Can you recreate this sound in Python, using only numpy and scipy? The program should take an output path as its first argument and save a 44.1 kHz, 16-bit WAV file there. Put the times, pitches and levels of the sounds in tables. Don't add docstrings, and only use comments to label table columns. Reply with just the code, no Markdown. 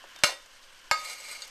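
import sys
import numpy as np
from scipy import signal
from scipy.io import wavfile

SR = 44100
rng = np.random.default_rng(int(sys.argv[2]) if len(sys.argv) > 2 else 0)


def transcribe(signal):
    frames = np.atleast_2d(signal).T
    limited = np.clip(frames, -1, 1)
    pcm = np.round(limited * 32767).astype(np.int16)
    wavfile.write(sys.argv[1], SR, pcm)


N = 66150
T = np.arange(N) / SR

# f/Hz, relative level/dB
SIZZLE_SPECTRUM = [(100, -17.5), (330, -6.5), (450, -11), (550, 0.5), (700, -18.5), (1060, 3.5), (1200, -3),
                   (1600, 5), (2250, -5.5), (3050, 4), (3800, -9.5), (5500, -10.5), (8000, -26.5),
                   (11000, -48), (13000, -13), (14000, -36)]
# t/s, gain/dB
BACKGROUND_DIP = [(0, 2.5), (.22, 3), (.45, -2), (.56, -2), (.7, -1), (.88, 1), (1.5, 1)]
# f/Hz, relative level/dB
RUMBLE_SPECTRUM = [(20, -5.5), (35, -36), (70, -26), (150, -33), (400, -48)]
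# t/s, level/dB, t60/s, tilt/(dB per octave)
LANDINGS = [(.0395, -46.5, 0.074, -1.5), (.1615, -39.5, 0.021, 2), (.188, -47, .05, 3.5),
            (.2735, -39, 0.0096, 0), (.289, -33.5, 0.15, 1), (.321, -37, 0.059, 0), (.46, -48.5, 0.027, 3),
            (1.316, -50, 0.026, 6), (1.478, -43, 0.021, 16)]
# f/Hz, relative level/dB
PAT_SPECTRUM = [(100, -32), (300, -8), (550, 14), (1500, 3.5), (3000, -2), (6500, -1.5), (10000, -14),
                (14000, -21)]
# f/Hz, t60/s
ROOM_DECAY = [(100, 0.37), (400, .34), (1500, 0.24), (5000, 0.27), (13000, 0.24)]
MODE_HZ = [538, 595, 1255, 1452, 1592, 1922, 2178, 2307, 2773, 2813, 3619, 4080, 4461, 4715, 5188, 6310,
           6700, 7292, 7880, 8322, 9980, 10702, 11330, 11920, 13100]
# t60/s, then relative level/dB for knock 1, knock 2, scrape, tick
MODES = [(0.34, -45, -39.5, -28.5, -56.5), (0.12, -30.5, -36, -9.5, -71), (0.3, -29, -20.5, -0.5, -55.5),
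         (.14, -27, -69, -6, -52), (0.16, -33, -29, -31, -68), (0.26, -34, -43, -13, -57),
         (0.12, -22.5, -20.5, 8.5, -75), (0.035, -14.5, -59, 12.5, -59), (0.054, -17.5, -67, -28, -62),
         (0.22, -27.5, -36.5, 0.5, -49), (0.37, -38.5, -36, -21, -50), (0.091, -23, -32, 5.5, -36),
         (0.18, -26.5, -28, 1, -37.5), (.25, -38.5, -32.5, 3, -41.5), (0.05, -18.5, -29.5, -32, -60),
         (0.23, -31, -46, -1, -45.5), (0.21, -35, -40, -2, -42), (0.17, -42, -29.5, -8, -66),
         (0.13, -36.5, -42, 3, -55), (0.073, -26, -40.5, 3.5, -41), (0.08, -39, -57, -8.5, -70),
         (0.053, -26, -58, -30, -75), (0.069, -65, -36, -8, -75), (.2, -42, -80.5, -17, -73),
         (0.11, -39, -80, -11, -73)]
# t/s, contact index, ring/dB, crack/dB, clack/dB, thump/dB, room/dB
RIM_KNOCKS = [(0.2359, 0, 0.5, -2, -13, -26.5, -8), (0.9127, 1, -0.5, -1, -17, -39, -10)]
# f/Hz, relative level/dB
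BOARD_SPECTRA = [
    [(100, -30), (300, -18), (560, -3.5), (680, -9.5), (1100, -2), (1800, -9.5), (2400, -8), (3600, -10),
     (4500, -13), (7000, -10.5), (9200, -25.5), (11000, -37), (14000, -33)],
    [(100, -37), (400, -20.5), (550, -5), (850, 1), (1150, -12.5), (1620, 1.5), (2000, -6), (3400, -16),
     (4400, -14.5), (5050, -7), (5800, -17.5), (8000, -23), (11500, -28), (14000, -42)],
]
# t/s, rasp level/dB, rim level/dB
SCRAPE_ENVELOPE = [(.95, -60.5, -66.5), (.99, -57, -43), (1.025, -48.5, -43.5), (1.05, -49.5, -39),
                   (1.07, -46, -43.5), (1.1, -46, -39.5), (1.15, -48.5, -45.5), (1.18, -54.5, -46),
                   (1.225, -49, -49), (1.255, -56.5, -44), (1.28, -46.5, -50), (1.31, -51, -39.5),
                   (1.355, -51.5, -42.5), (1.38, -52.5, -53), (1.41, -49.5, -52), (1.45, -52.5, -57),
                   (1.5, -56, -57.5)]
# f/Hz, relative level/dB
RASP_SPECTRUM = [(100, -42), (300, -17.5), (520, 2), (900, -1), (1600, -10), (2200, -9), (3200, 0.5),
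                 (4500, 1.5), (6000, 1.5), (8300, -5.5), (11000, -13), (13300, -23), (14000, -16)]
# f/Hz, relative level/dB
TICK_SPECTRUM = [(180, -51), (300, -4), (1200, -21), (3350, 1), (4620, -11), (5880, -9), (8500, -28),
                 (14000, -35)]


def amp(db):
    return 10 ** (np.asarray(db) / 20)


def unit(x):
    return x / np.sqrt(np.mean(x ** 2) + 1e-20)


def read(points, hz):
    f, value = np.transpose(points)
    return np.interp(np.log(hz + 1), np.log(f + 1), value)


def curve(rows, column=1):
    rows = np.array(rows)
    return amp(np.interp(T, rows[:, 0], rows[:, column]))


def delay(x, start_s):
    return np.concatenate([np.zeros(max(round(start_s * SR), 0)), x])[:N]


def colour(x, spectrum, tilt_db_per_oct=0, size=4096):
    hz = abs(np.fft.fftfreq(size, 1 / SR))
    gain_db = np.maximum(read(spectrum, hz) + tilt_db_per_oct * np.log2(hz + 1), -100)
    response = np.exp(np.conj(signal.hilbert(np.log(amp(gain_db)))))
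    taps = np.fft.ifft(response).real[:size // 2]
    return signal.fftconvolve(x, taps / np.linalg.norm(taps))[:N]


def burst(t60_s):
    return rng.standard_normal(N) * amp(-60 * T / t60_s)


def mode(hz, db, t60_s, phase_cycles=0):
    return amp(db - 60 * T / t60_s) * np.sin(2 * np.pi * (hz * T + phase_cycles))


def clicks(per_s, spread_db):
    size = amp(spread_db * np.minimum(rng.exponential(1, N), 4))
    return unit(size * rng.choice([-1, 1], N) * (rng.random(N) < per_s / SR))


def sizzle():
    hiss = amp(-55.5) * colour(rng.standard_normal(N), SIZZLE_SPECTRUM)
    spits = amp(-73.5) * colour(clicks(per_s=400, spread_db=-7), PAT_SPECTRUM)
    return curve(BACKGROUND_DIP) * (hiss + spits)


def rumble(level_db=-63.5):
    return amp(level_db) * colour(rng.standard_normal(N), RUMBLE_SPECTRUM)


def onion():
    return sum(delay(amp(db) * colour(burst(t60_s), PAT_SPECTRUM, tilt), start_s)
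               for start_s, db, t60_s, tilt in LANDINGS)


def room(x, build_s=0.021, highpass_hz=308):
    hz, t, bands = signal.stft(rng.standard_normal(N), SR, nperseg=256)
    bands = bands * amp(-60 * t / read(ROOM_DECAY, hz)[:, None])
    tail = signal.istft(bands, SR, nperseg=256)[1][:N] * np.minimum(T / build_s, 1)
    tail = signal.sosfilt(signal.butter(2, highpass_hz, "high", fs=SR, output="sos"), tail)
    return signal.fftconvolve(x, tail / np.linalg.norm(tail))[:N]


def wall_touch(start_s=0.162, level_db=-50.5):
    t60_s, hz = max((row[0], hz) for hz, row in zip(MODE_HZ, MODES))
    return delay(mode(hz, level_db, t60_s), start_s)


def pot_ring(contact, t60_scale=1):
    return sum(mode(hz, levels_db[contact], t60_s * t60_scale, rng.random())
               for hz, (t60_s, *levels_db) in zip(MODE_HZ, MODES))


def knocks(ring_send_db=0.5):
    out = np.zeros(N)
    for knock, spectrum in zip(RIM_KNOCKS, BOARD_SPECTRA):
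        start_s, contact, ring_db, crack_db, clack_db, thump_db, room_db = knock
        crack = amp(crack_db) * (T == 0)
        clack = amp(clack_db) * burst(t60_s=0.036)
        board = colour(crack + clack, spectrum)
        thump = mode(hz=151, db=thump_db, t60_s=0.032)
        pot = amp(ring_db) * pot_ring(round(contact))
        reflections = amp(room_db) * room(board + amp(ring_send_db) * pot)
        out += delay(board + thump + pot + reflections, start_s)
    return out


def bounce(start_s=0.2428, level_db=-14):
    return delay(amp(level_db) * colour(burst(t60_s=0.02), BOARD_SPECTRA[0]), start_s)


def scrape(clump_s=0.011, clump_db=1.64, contact_width_hz=19.8):
    clump_pole = np.exp(-1 / (clump_s * SR))
    clumps = unit(signal.lfilter([1], [1, -clump_pole], rng.standard_normal(N)))
    slips = unit(clicks(per_s=9000, spread_db=1) * amp(clump_db * clumps))
    rasp = colour(slips * curve(SCRAPE_ENVELOPE, column=1), RASP_SPECTRUM)
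    free_rim = sum(mode(hz, db, t60_s, phase_cycles=0.25)
                   for hz, (t60_s, _, _, db, _) in zip(MODE_HZ, MODES))
    damped_rim = free_rim * np.exp(-np.pi * contact_width_hz * T)
    rim_drive = slips * curve(SCRAPE_ENVELOPE, column=2)
    return rasp + signal.fftconvolve(rim_drive, damped_rim / np.linalg.norm(damped_rim))[:N]


def tick(start_s=1.4203):
    snap = amp(-46) * colour(burst(t60_s=0.039), TICK_SPECTRUM)
    pot = amp(1.5) * pot_ring(contact=3, t60_scale=0.43)
    return delay(snap + pot, start_s)


def scene(room_db=-22.5):
    light = scrape() + tick() + onion() + wall_touch()
    return (rumble() + knocks() + bounce() + light + amp(room_db) * room(light) + sizzle())[None]


def record(dry, cutoff_hz=14000):
    taps = signal.firwin(511, cutoff_hz, window=("kaiser", 9), fs=SR)
    return signal.oaconvolve(dry, taps[None], "same")


dry = scene()
out = record(dry)
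transcribe(out)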